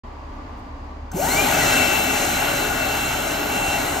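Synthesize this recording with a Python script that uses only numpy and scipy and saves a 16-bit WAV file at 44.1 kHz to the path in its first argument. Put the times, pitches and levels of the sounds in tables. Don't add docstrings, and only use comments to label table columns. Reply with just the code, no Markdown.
import sys
import numpy as np
from scipy import signal
from scipy.fft import rfft, irfft
from scipy.io import wavfile
from scipy.ndimage import uniform_filter1d

SR = 44100
rng = np.random.default_rng(int(sys.argv[2]) if len(sys.argv) > 2 else 0)


def inscribe(sig):
    pcm = np.round(np.clip(np.atleast_2d(sig).T, -1, 1) * 32767)
    wavfile.write(sys.argv[1], SR, pcm.astype(np.int16))


N = 176400
T = np.arange(N) / SR
F = np.arange(N // 2 + 1) * SR / N
START_S = 1.127


def undb(db):
    return 10 ** (np.asarray(db) / 20)


def unit(x):
    return x / np.sqrt(np.mean(x ** 2))


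def walk(rate):
    hold = int(SR / rate)
    steps = np.repeat(rng.standard_normal(N // hold + 1), hold)
    smooth = uniform_filter1d(uniform_filter1d(steps, hold), hold)
    return unit(smooth[:N])


def colour(table):
    # centre in Hz, width in Hz, lift in dB.
    resonances = [(200, 14, 4), (251, 12, 9), (291, 12, 9), (424, 12, 8), (566, 20, 5), (625, 16, 4),
                  (815, 40, 2), (1448, 30, 5), (1955, 40, 5), (2810, 60, 3), (4150, 400, 2),
                  (4900, 250, -1.5), (8230, 80, 6), (9220, 80, 4)]
    hz, db = np.array(table, float).T
    lift_db = sum(lift / (1 + (2 * (F - centre) / width) ** 2) for centre, width, lift in resonances)
    return undb(np.interp(np.log(F + 1), np.log(hz), db) + lift_db)


def pair(x, table, lean=1):
    points = np.array(table)
    share = np.clip(np.interp(F, points[:, 0], points[:, -1]), 0, 1)
    spectra = rfft(x)
    direct = np.sqrt(share) * spectra[0]
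    diffuse = np.sqrt(1 - share) * spectra[1:]
    return irfft((direct + diffuse) * lean, N)


def tiles(x):
    t60_s = .7
    n = int(t60_s * SR)
    tails = rng.standard_normal((2, n)) * undb(-60 * np.arange(n) / n)
    tails = tails / np.sqrt(np.sum(tails ** 2, axis=1, keepdims=True))
    return np.vstack([x, signal.fftconvolve(x[None], tails, axes=1)[:, :N]])


def washroom():
    # frequency in Hz, relative level in dB.
    floor = [(25, -5), (55, -4), (85, -2), (110, -8), (175, -19), (260, -10), (420, -18), (600, -16),
             (1000, -10), (1080, -14), (1155, -10), (1280, -21), (2400, -28), (3600, -36), (4400, -38),
             (4800, -33), (5300, -41), (6800, -43), (8500, -54), (10000, -60), (12500, -54), (15500, -70)]
    # frequency in Hz, mean level in dB.
    fan_tones = [(35, -40.5), (70, -40.5)]
    # middle in seconds, time from the middle to 1/e in seconds, level in dB.
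    rustles = [(.345, .03, -72), (.59, .025, -65), (.66, .015, -71)]
    # frequency in Hz, share of power common to both.
    around = [(0, 1), (60, 1), (150, 0.96), (350, 0.85), (700, 0.1), (2500, 0.062), (5000, 0.16),
              (22050, 0.037)]
    floor_db = -36.5

    noise = rfft(rng.standard_normal((3, N)))
    rumble = unit(irfft(noise * colour(floor) * (F > 29), N))
    rumble = rumble * undb(floor_db + 1.0 * walk(4.97))

    hum = sum(np.sqrt(2) * undb(db + 2.2 * walk(9.98)) * np.cos(2 * np.pi * hz * T)
              for hz, db in fan_tones)

    treble = signal.butter(2, 5500, "high", fs=SR, output="sos")
    cloth = unit(signal.sosfilt(treble, rng.standard_normal((3, N))))
    rustle = cloth * sum(undb(db) * np.exp(-((T - s) / length) ** 2) for s, length, db in rustles)
    return pair(rumble + rustle, around) + hum


def relay():
    # frequency in Hz, relative level in dB, time to fall 60 dB in seconds.
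    contact_rings = [(1510, -5, 0.022), (6380, -1.5, 0.0071), (7800, 2, .005), (10500, -7, 0.0037),
                     (13300, -6, .003)]
    click_s, peak_db = 1.1165, -28
    rattle_s = .007

    t = np.arange(4000) / SR
    ring = sum(undb(db - 60 * t / t60) * np.sin(2 * np.pi * hz * t) for hz, db, t60 in contact_rings)
    rattle = rng.standard_normal(len(t)) * np.exp(-t / rattle_s)
    hit = signal.fftconvolve(rattle, ring)[:len(t)]
    out, i = np.zeros(N), int(click_s * SR)
    out[i:i + len(t)] = undb(peak_db) * hit / np.abs(hit).max()
    return out


def motor():
    # multiple of the lowest tone, relative level in dB at full speed, extra dB at standstill.
    harmonics = [(1, -49, 18), (2, -38.5, -16), (3, -62, -8), (4, -54, -10), (5, -64, -14), (6, -56, -22)]
    # time in seconds, share of the nominal speed.
    load = [(1.7, 1.001), (1.9, .997), (2.5, .999), (2.65, .997), (3.2, 1.002), (3.48, .998), (3.68, 1.005),
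            (3.9, .997), (4.0, .996)]
    # time in seconds, gain in dB.
    whine = [(1.12, 0), (1.3, 1), (1.42, 2), (1.47, -9), (1.55, 4), (1.66, 5), (1.75, 9), (2.0, 5),
             (2.2, 3), (2.55, 6), (2.68, -2), (2.8, 1), (3.4, 2), (3.48, -1), (3.7, 5), (3.85, -1),
             (4.0, -1)]
    # centre in Hz, width in Hz, gain in dB.
    casing = [(172, 22, 14), (385, 25, 11), (575, 25, 16), (780, 30, 13), (905, 45, 21), (1200, 120, 3),
              (1520, 50, 12), (1950, 50, 10), (2180, 80, 16), (2370, 110, 16), (2690, 250, 3),
              (3450, 120, 12), (3900, 150, 10), (4200, 150, 23), (5400, 200, 3), (5900, 130, 18),
              (7050, 110, 29)]
    runup_s, whine_hz = .126, 1349
    wobble, wobble_db = .002, 1
    flutter_db, strain_db = 2.5, 5
    through = .08

    speed = 1 - np.exp(-np.clip(T - START_S, 0, None) / runup_s)
    tone_hz = whine_hz * speed * np.interp(T, *np.array(load).T) * (1 + wobble * walk(20))
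    phase = 2 * np.pi * np.cumsum(tone_hz) / SR

    tones = 0
    for multiple, db, standstill_db in harmonics:
        level_db = db + standstill_db * (1 - speed) + wobble_db * walk(6.85)
        level_db = level_db + (flutter_db + strain_db * (1 - speed)) * walk(60.18)
        tones = tones + np.sqrt(2) * undb(level_db) * np.sin(multiple * phase)
    tones = tones * undb(np.interp(T, *np.array(whine).T))

    out = through * tones
    for hz, width, db in casing:
        out = out + undb(db) * signal.lfilter(*signal.iirpeak(hz, hz / width, SR), tones)
    return out


def air():
    # time in seconds, then relative level in dB under 1 kHz, from 1 to 4 kHz, over 4 kHz.
    roar_levels = [(1.13, -35, -46, -51), (1.17, -32.5, -42, -35.5), (1.24, -25.5, -32.5, -29.5),
                   (1.34, -24.5, -26.5, -26), (1.43, -22.5, -23, -27), (1.61, -23.5, -23, -27),
                   (1.74, -22.5, -21, -26.5), (2.06, -24, -24, -28), (2.34, -25.5, -22.5, -28.5),
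                   (2.77, -25, -25.5, -31.5), (3.58, -26, -27, -32), (3.7, -25, -25.5, -32),
                   (3.98, -27, -29, -33.5), (4.0, -33, -27, -34)]
    # frequency in Hz, relative level in dB per Hz.
    air_colour = [(30, -25), (60, -9), (140, -4), (218, -9), (280, -3), (520, -9), (610, -3), (700, -1),
                  (850, -2), (1000, -10), (1250, -9), (1500, -3), (1800, -14), (2300, -7), (2480, -14),
                  (2800, -8), (3500, -16), (4100, -15), (5000, -21), (6000, -15), (7200, -13), (9000, -14),
                  (10500, -18), (12500, -15), (13600, -18), (15500, -30)]
    swell_db, flicker_db = -0.47, 1.22

    rows = np.array(roar_levels)
    noise = rfft(rng.standard_normal((3, N))) * colour(air_colour)
    swell = walk(3.69)

    levels = []
    for k, (lo, hi) in enumerate(((200, 1000), (1000, 4000), (4000, 8000))):
        band_rms = np.sqrt(2 * np.sum(np.abs(noise[0, (F > lo) & (F < hi)]) ** 2)) / N
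        levels.append(undb(np.interp(T, rows[:, 0], rows[:, k + 1])) / band_rms)

    out = 0
    for hz in 44 * 2 ** np.arange(0, 9, .5):
        window = np.clip(1 - np.abs(2 * np.log2((F + 1) / hz)), 0, 1)
        band = irfft(noise * window, N)
        level = levels[int(hz > 1000) + int(hz > 4000)]
        out = out + band * level * undb(swell_db * swell + flicker_db * walk(12))
    return out * np.clip((T - START_S) / 0.0089, 0, 1)


def scene():
    # frequency in Hz, left minus right in dB before the turn,
    # radians by which left leads, direct share of power.
    ports = [(0, -.3, .2, .99), (200, -1.2, .2, .99), (330, -1.2, .5, .93), (480, 4, 1, .6),
             (700, 10, .3, .6), (1000, 5, .3, .7), (1450, 5, -.7, .75), (2100, 3, 0, .5),
             (2700, 1.5, -1.3, .7), (3600, 1, -.3, .7), (4700, 0, 0, .55), (5300, 0, 0, .8),
             (7500, 0, 1.6, .8), (8500, 0, 2.9, .99), (11000, 0, 3.3, .995), (12000, 0, 4.4, .7),
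             (13500, 0, 5.2, .7), (14100, 0, 6.28, .995), (22050, 0, 6.28, 1)]
    turn_db_per_s = -.6
    echo_share = .6

    hz, db, lead = np.array(ports).T[:3]
    side = np.array([[1], [-1]])
    lean = undb(side * np.interp(F, hz, db) / 2) * np.exp(.5j * side * np.interp(F, hz, lead))
    turn = undb(side * turn_db_per_s * (T - 2) / 2)

    roar = air()
    echo = np.sqrt([[0], [echo_share], [echo_share]])
    roar = np.sqrt(1 - echo ** 2) * roar + echo * tiles(roar[0])
    near = tiles(motor() + relay()) * undb([[1], [-3], [-3]])
    return pair(roar + near, ports, lean) * turn + washroom()


def record(dry):
    gain_s, threshold_db = 0.99, -23.5
    gain_share = 0.34
    opens_s, top_hz = 0.034, 15690

    a = np.exp(-1 / (gain_s * SR))
    power = signal.lfilter([1 - a], [1, -a], np.mean(dry ** 2, axis=0))
    gain = np.maximum(power / undb(2 * threshold_db), 1) ** (-gain_share / 2)
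    wet = dry * gain * np.clip((T - opens_s) / 0.0057, 0, 1)
    return signal.sosfilt(signal.ellip(14, .3, 70, top_hz, fs=SR, output="sos"), wet)


dry = scene()
out = record(dry)
inscribe(out)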